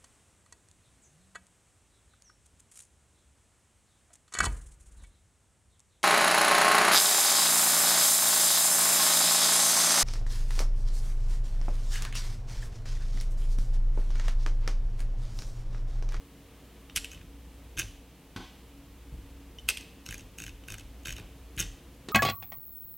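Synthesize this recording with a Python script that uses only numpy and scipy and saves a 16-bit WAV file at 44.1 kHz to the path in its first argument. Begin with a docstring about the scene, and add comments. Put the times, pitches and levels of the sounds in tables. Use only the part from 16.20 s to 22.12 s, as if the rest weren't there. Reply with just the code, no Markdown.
"""The metal scroll wheel of an opened mouse, worked by a finger on a desk mat, close and nearly mono.
Rolling or flicking drags a sprung pawl over the teeth; pressing snaps the latch; the shell rocks.
A few dull knocks come from further off in the small room, over mains hum and a fan."""
import sys
import numpy as np
from scipy import signal
from scipy.fft import rfft, irfft
from scipy.io import wavfile
from scipy.ndimage import uniform_filter1d

SR = 44100
rng = np.random.default_rng(int(sys.argv[2]) if len(sys.argv) > 2 else 0)


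def log_audio(samples):
    """Write samples as a 16-bit WAV file to the path given in sys.argv[1]."""
    # one column per channel
    frames = np.atleast_2d(samples).T
    # limit to full scale, then quantise
    limited = np.clip(frames, -1, 1)
    pcm = np.round(limited * 32767).astype(np.int16)
    wavfile.write(sys.argv[1], SR, pcm)


N = 261072

# Table levels are relative; each source adds its own gain.
# finger rolls: (time [s], teeth, first gap [s], middle gap [s], last gap [s], level [dB],
# change over the roll [dB], treble [dB], shell push [dB])
ROLLS = [(3.8619, 5, 0.026, .017, 0.017, -25.5, 1.5, -12, -34),
         (4.184, 4, .0165, .0194, .0176, -25, -1, -9.5, -35),
         (4.483, 4, .0189, .019, .0198, -25.5, 0.5, -13, -34),
         (4.856, 6, .0139, 0.0093, .019, -22, -2, -13, -31.5)]
# slips on release: (time [s], first gap [s], level [dB], treble [dB], shell push [dB])
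SLIPS = [(0.9153, 0.016, -30, -9.5, -39), (3.9795, .0146, -32, -9, -37), (4.264, 0.015, -27.5, -12, -38.5),
         (4.5821, .0138, -31.5, -12.5, -39.5), (4.9643, 0.017, -28, -14.5, -34.5)]
# flicks: (time [s], start speed [teeth/s], peak [dB], slope past peak [dB/tooth], shell push [dB])
FLICKS = [(1.574, 88.6, -12.5, -7, -31.5), (5.3819, 101, -12, -5.5, -29)]
# dense, fast-dying modes of wheel and cradle: (frequency [Hz], level [dB])
WHEEL_CRACK = [(300, -8), (1000, -11), (1500, 1.5), (2800, 4), (4600, -2), (6500, -2), (8300, -5),
               (9400, -4.5), (11500, -9), (16000, -8.5)]


def undb(db):
    """Decibels to gain."""
    return 10 ** (np.asarray(db) / 20)


def unit(x):
    """Scale to unit energy."""
    return x / np.sqrt(np.sum(x ** 2))


def colour(x, points):
    """Filter by (frequency [Hz], gain [dB]) points."""
    hz, db = np.transpose(points)
    bins_hz = np.maximum(np.fft.rfftfreq(len(x), 1 / SR), 1)
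    return irfft(rfft(x) * undb(np.interp(np.log(bins_hz), np.log(hz), db)), len(x))


def noise(points):
    """Coloured noise, unit rms."""
    x = colour(rng.standard_normal(N), points)
    return x / x.std()


def walk(rate_hz):
    """Smooth random wander, spread near one."""
    hold = int(SR / rate_hz)
    return uniform_filter1d(np.repeat(rng.standard_normal(N // hold + 1), hold), hold)[:N]


def highpass(x, hz):
    """Fourth-order high-pass."""
    return signal.sosfilt(signal.butter(4, hz, "high", fs=SR, output="sos"), x)


def add(track, s, sound):
    """Mix a sound in at time s."""
    start = max(int(s * SR), 0)
    track[start:start + len(sound)] += sound[:max(N - start, 0)]


def ring(modes, t, scatter_db, detune):
    """Decaying modes; pitch, polarity and energy share scatter per blow."""
    hz, db, t60_s = np.transpose(modes)[:, :, None]
    shift, share, polarity = rng.standard_normal((3, len(modes), 1))
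    amplitude = np.sign(polarity) * undb(db + scatter_db * share) / np.sqrt(t60_s)
    tones = np.sin(2 * np.pi * hz * (1 + detune * shift) * t)
    return unit(np.sum(amplitude * tones * np.exp(-np.log(1000) * t / t60_s), axis=0))


def strikes(events, modes, crack_spectrum, treble_ref_db, scrape_db, scrape_s, chatter_s,
            crack_db, crack_s, detune, low_hz):
    """Scrape, blow and chatter ring the modes, plus a dense-mode crack. Returns (direct, room send)."""
    direct, send, lead = np.zeros(N), np.zeros(N), SR // 100
    t = np.arange(SR // 10) / SR
    scrape = undb(scrape_db) * np.exp(-t[lead:0:-1] / scrape_s)
    force_envelope = np.concatenate([scrape, np.exp(-t[:-lead] / chatter_s)])
    crack_envelope = np.concatenate([scrape, np.exp(-t[:-lead] / crack_s)])
    for s, db, treble_db in events:
        force = force_envelope * rng.standard_normal(len(t))
        force[lead] += 3.5  # the blow
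        body = unit(signal.fftconvolve(force, ring(modes, t, scatter_db=0, detune=detune))[:len(t)])
        body = highpass(body, low_hz)  # small parts radiate little bass
        crack = unit(crack_envelope * colour(rng.standard_normal(len(t)), crack_spectrum))
        # the room hears all sides, where dense modes weigh more
        for track, dense_db in (direct, crack_db), (send, crack_db + 12.5):
            click = colour(body + undb(dense_db) * crack, [(3500, 0), (6000, treble_db - treble_ref_db)])
            add(track, s + .0007 - lead / SR, undb(db) * unit(click))
    return np.array([direct, send])


def air(swell_db):
    """Ventilation rush and hiss over building rumble."""
    # room air and microphone hiss: (frequency [Hz], density [dB])
    spectrum = [(53, -36), (90, -8), (187, -4), (213, -8.5), (276, -4.5), (307, -9), (365, -9.5),
                (389, -17.5), (453, -9.5), (586, -16), (1270, -21.5), (1360, -23.5), (3010, -22.5),
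                (4840, -30), (15500, -33)]
    rush = undb(-55.16 + 0.5 * walk(3.17)) * noise(spectrum)
    rumble_gain = undb(-57 + swell_db + 0.5 * walk(4.9))
    return rush + rumble_gain * noise([(15, -38), (28, -8), (40, 0), (80, -4), (130, -14), (400, -81)])


def hum(swell_db):
    """Swelling mains hum under wavering fan tones."""
    # mains, then fan: (frequency [Hz], level [dB])
    tones = [(59.2, -53.5), (279.9, -61), (452.2, -71.5)]
    (mains_hz, mains_db), *fan = tones
    t = np.arange(N) / SR
    out = undb(mains_db + swell_db + 0.5 * walk(3.16)) * np.sin(2 * np.pi * mains_hz * t)
    for hz, db in fan:
        out += undb(db - 3 + 4.5 * walk(11)) * np.sin(2 * np.pi * hz * t + 0.82 * walk(12))
    return np.sqrt(2) * out


def room(x, wet_db, build_s, echo_db, echo_s):
    """One near reflection and a diffuse tail that builds up, then decays per band."""
    # tail bands: (frequency [Hz], level [dB], t60 [s])
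    bands = [(100, -7, 0.13), (507, 19, 0.2), (1390, 3, 0.38), (2900, 2.5, 0.63), (6940, 4, 0.45),
             (11200, 0.5, 0.47), (16000, -8, 0.41)]
    hz, db, t60_s = np.transpose(bands)
    t = np.arange(SR * 3 // 4) / SR
    bins_hz = np.maximum(np.fft.rfftfreq(len(t), 1 / SR), 1)
    wash, tail = rfft(rng.standard_normal(len(t))), 0
    for band, gain, decay_s in zip(np.eye(len(hz)), undb(db), t60_s):
        band_noise = irfft(wash * np.interp(np.log(bins_hz), np.log(hz), band), len(t))
        tail += gain * band_noise * np.exp(-np.log(1000) * t / decay_s)
    response = undb(wet_db) * unit(tail * (1 - np.exp(-t / build_s)))
    response[int(echo_s * SR)] += undb(echo_db)
    return signal.fftconvolve(x, response)[:N]


def knocks():
    """Dull knocks on furniture: a boxy ring and a short clatter."""
    # knocks: (time [s], level [dB], bass [dB], boxiness [dB], treble [dB])
    hits = [(2.162, -24, -6.5, -18, -17.5), (2.173, -30, -11.5, -27, -19.5), (4.985, -40, -27, -10, -28),
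            (5.886, -25, -16, -9.5, -13)]
    # furniture modes: (frequency [Hz], level [dB], t60 [s])
    modes = [(110, 0, 0.12), (160, -8, 0.084), (248, 6.5, 0.032), (313, 7, 0.027), (431, -3, 0.046),
             (800, -3.5, 0.015), (1140, -4.5, 0.016), (1490, -2.5, 0.036)]
    # dense modes: (frequency [Hz], level [dB])
    clatter_spectrum = [(60, -5), (200, 10), (900, -9.5), (3500, -2), (7000, -12), (15000, -30)]
    track, t = np.zeros(N), np.arange(SR // 5) / SR
    for s, db, bass_db, box_db, treble_db in hits:
        clatter = unit(colour(rng.standard_normal(len(t)), clatter_spectrum) * np.exp(-t / 0.009))
        knock = ring(modes, t, scatter_db=2, detune=0.024) + undb(-2.5) * clatter
        eq = [(180, bass_db + 9.5), (400, box_db + 7.5), (800, .076), (1500, 1), (3500, treble_db + 13.5)]
        add(track, s - 1 / 20, undb(db + 15.5) * unit(colour(np.pad(knock, SR // 20), eq)))
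    return track


def thumps():
    """Low thumps: finger pushes, the latch's thud, and the bass of the distant knock at 2.176 s."""
    # single thumps: (time [s], level [dB])
    singles = [(.762, -34), (1.041, -39), (2.176, -37), (2.923, -31.5), (2.939, -32.5), (2.988, -35),
               (3.44, -41)]
    # (moves, delay [s], gain [dB]); last: the drop back after a flick
    moves = (ROLLS, .0252, 0), (SLIPS, .036, 0), (FLICKS, -.00944, 0), (FLICKS, .06, -3)
    return singles + [(s + lag_s, db + gain_db) for rows, lag_s, gain_db in moves for s, *_, db in rows]


def shell():
    """Low thumps ring the modes of the shell on its mat; each tooth jogs it."""
    # shell on mat: (frequency [Hz], level [dB], t60 [s])
    modes = [(40.8, 4, 0.45), (60, 0.5, 0.082), (104.9, -3, 0.33), (166.7, -8.5, 0.18), (236, -16, 0.031),
             (320, -10.5, 0.037)]
    track, t = np.zeros(N), np.arange(SR // 4) / SR
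    for s, db in thumps():
        thump = ring(modes, t, scatter_db=0, detune=0.056) * (1 - np.exp(-t / 0.0012))
        add(track, s, undb(db + 24) * unit(thump))
    for s, db, _ in tooth_drops():
        jog = highpass(ring(modes, t, scatter_db=-2.5, detune=0.017), 87)
        add(track, s, undb(db) * unit(jog))
    return track


def cradle():
    """The wheel's cradle pings as the landing finger takes up its slack."""
    # touches: (time [s], level [dB], treble [dB])
    touches = [(0.6968, -30.5, -14), (1.5692, -30, -5), (3.3847, -25.5, -7), (4.4368, -37.5, -5),
               (4.851, -26.5, -13), (5.3765, -22.5, -6)]
    # cradle modes: (frequency [Hz], level [dB], t60 [s])
    modes = [(3045, 5, 0.032), (3600, -0.5, 0.04), (5760, -12, 0.012)]
    return undb(7) * strikes(
        touches, modes, WHEEL_CRACK, treble_ref_db=-10, scrape_db=-22, scrape_s=.001,
        chatter_s=.0017, crack_db=-21, crack_s=.0017, detune=.0037, low_hz=1000)


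def latch():
    """The sprung latch snaps against its plastic carrier, rebounds, then releases."""
    # snaps: (time [s], level [dB], treble [dB], low cut [Hz])
    snaps = [(0.7603, -13, -6, 1910), (3.4875, -7.5, -9.5, 1050)]
    # spring rebounds and release: (delay [s], level [dB], treble [dB])
    rebounds = [(.004, -16.5, -11), (.011, -17.5, -11), (.016, -18.5, -12), (.0838, -22.5, -15)]
    # latch modes: (frequency [Hz], level [dB], t60 [s])
    modes = [(1536, 1.5, 0.0081), (1980, -6, 0.009), (2454, 7.5, 0.022), (2590, 5.5, .022),
             (2920, 5, 0.006), (3170, 3, 0.011), (3720, -6, 0.016), (5000, -9, 0.035), (5670, -6.5, 0.054),
             (6360, -4.5, 0.012), (6680, -11, 0.018), (7770, -11, 0.028), (8440, -0.5, 0.005),
             (8780, -4, 0.014), (11160, -3.5, 0.005), (12700, -21, 0.0072)]
    # dense modes: (frequency [Hz], level [dB])
    crack = [(300, -7), (1000, -11), (1550, 4.5), (2800, 16.5), (4200, 6), (9000, 0.5), (12000, 0),
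             (13000, -10), (16000, -11)]
    out = 0
    for s, db, treble_db, low_hz in snaps:
        out += strikes([(s, db, treble_db)], modes, crack, treble_ref_db=-15, scrape_db=-16,
                       scrape_s=.0032, chatter_s=.00097, crack_db=-5, crack_s=.0017,
                       detune=.008, low_hz=low_hz)
        bounces = [(s + delay_s, *strength) for delay_s, *strength in rebounds]
        out += strikes(bounces, modes, crack, treble_ref_db=-16, scrape_db=-13, scrape_s=.0027,
                       chatter_s=.0025, crack_db=-6.5, crack_s=.0028, detune=.015, low_hz=1400)
    return undb(12) * out


def spin(delay_s=.024):
    """Flicked free of the pawl, the metal wheel rings on."""
    # free wheel: (frequency [Hz], level [dB], t60 [s])
    modes = [(2690, -5, .22), (5870, -7, .12), (6050, -2, 0.2), (6266, -1, .3), (9900, -14, .22)]
    track, t = np.zeros(N), np.arange(SR // 3) / SR
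    for s, _, peak_db, *_ in FLICKS:
        add(track, s + delay_s, undb(peak_db - 4) * ring(modes, t, scatter_db=3, detune=0.0019))
    return track


def rolled():
    """Under the finger, teeth pass at a smoothly changing pace."""
    for s, teeth, first_s, middle_s, last_s, db, fade_db, treble_db, _ in ROLLS:
        gaps_s = np.interp(np.linspace(0, 2, round(teeth) - 1), np.arange(3), [first_s, middle_s, last_s])
        for delay_s in np.cumsum(np.append(0, gaps_s)):
            yield s + delay_s, db + fade_db * delay_s / gaps_s.sum(), treble_db


def slipped(teeth=3, gap_ratio=0.89, fade_db=-2.5, dull_db=-1.5):
    """Let go, the wheel slips on, each tooth sooner, softer and duller."""
    for s, gap_s, db, treble_db, _ in SLIPS:
        for k in range(teeth):
            yield s, db + k * fade_db, treble_db + k * dull_db
            s += gap_s * gap_ratio ** k


def flicked(teeth=6, accel_per_s2=5000, peak_tooth=3.08, rise_db=3, treble_db_per_db=1.63):
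    """The wheel accelerates evenly; teeth swell and brighten, then fade; the pawl is thrown clear."""
    for s, teeth_per_s, peak_db, fade_db, _ in FLICKS:
        for k in range(teeth):
            delay_s = (np.sqrt(teeth_per_s ** 2 + 2 * accel_per_s2 * k) - teeth_per_s) / accel_per_s2
            force_db = (k - peak_tooth) * (rise_db if k < peak_tooth else fade_db)
            yield s + delay_s, peak_db + force_db, -3 + treble_db_per_db * force_db
        yield s + .043, peak_db - 8.5, -14  # the pawl's dull clack


def tooth_drops():
    """All pawl drops: (time [s], level [dB], treble [dB])."""
    # single-tooth nudges: (time [s], level [dB], treble [dB])
    nudges = [(0.9753, -39.5, -19), (1.0125, -40, -25), (3.609, -33.5, -7), (3.8744, -44, -8),
              (4.8334, -45, -1), (5.3656, -37, -4)]
    return np.array([*rolled(), *slipped(), *flicked(), *nudges])


def ratchet():
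    """The pawl ticks over each tooth tip, then falls into the gap and rings the wheel."""
    # wheel modes: (frequency [Hz], level [dB], t60 [s])
    modes = [(1574, -1, 0.019), (2130, -10, 0.027), (2500, 1.5, 0.026), (2667, 0, 0.054),
             (2980, -1.5, 0.024), (3670, -7, 0.086), (5560, -5, 0.026), (6160, 0.5, 0.0099),
             (6525, 2.5, 0.018), (6650, -5.5, 0.0055), (7960, -5, 0.017), (8670, -11, 0.0098),
             (10000, -14.5, 0.014), (10900, -3, 0.0041), (12500, -8, 0.0035), (13800, -13, 0.005)]
    drops = tooth_drops()
    tips = drops + (-.005, -13, 8)  # earlier, softer, brighter
    tick = strikes(tips, modes, WHEEL_CRACK, treble_ref_db=-9.5, scrape_db=-13, scrape_s=.0011,
                   chatter_s=.0021, crack_db=-9, crack_s=.0034, detune=.012, low_hz=2400)
    fall = strikes(drops, modes, WHEEL_CRACK, treble_ref_db=-10, scrape_db=-18.5, scrape_s=.0018,
                   chatter_s=.0009, crack_db=-7.5, crack_s=.0044, detune=.012, low_hz=1250)
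    return undb(9.5) * (tick + fall)


def scene():
    """Mouse close and fairly dry, knocks far and wet; only faint noise differs between channels."""
    # swell of hum and rumble: (time [s], level [dB])
    swell = [(0.0, -59.5), (1.0, -51), (1.61, -52), (1.99, -58.5), (3.04, -51), (3.47, -49.5), (3.68, -57),
             (4.9, -49.5), (5.9, -56.5)]
    swell_db = np.interp(np.arange(N) / SR, *np.transpose(swell))
    swell_db -= swell_db.mean()
    mouse, send = ratchet() + spin() + latch() + cradle()
    near = mouse + room(send, wet_db=-13, build_s=0.0022, echo_db=-11, echo_s=0.0099)
    knock = knocks()
    far = knock + room(knock, wet_db=-3.5, build_s=0.037, echo_db=-21, echo_s=0.0044)
    mid = near + far + shell() + hum(swell_db) + air(swell_db)
    side = undb(-66) * noise([(25, 27), (70, 9.5), (200, -1.5), (600, 6), (1200, 4), (2500, -4),
                              (5000, 4), (15000, 5)])
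    return np.array([mid + side, mid - side])


def record(dry):
    """Cut the deepest bass and the top."""
    low_hz, top_hz = 28.6, 15950
    return signal.sosfilt(signal.ellip(10, .2, 80, top_hz, fs=SR, output="sos"), highpass(dry, low_hz))


dry = scene()
out = record(dry)
log_audio(out)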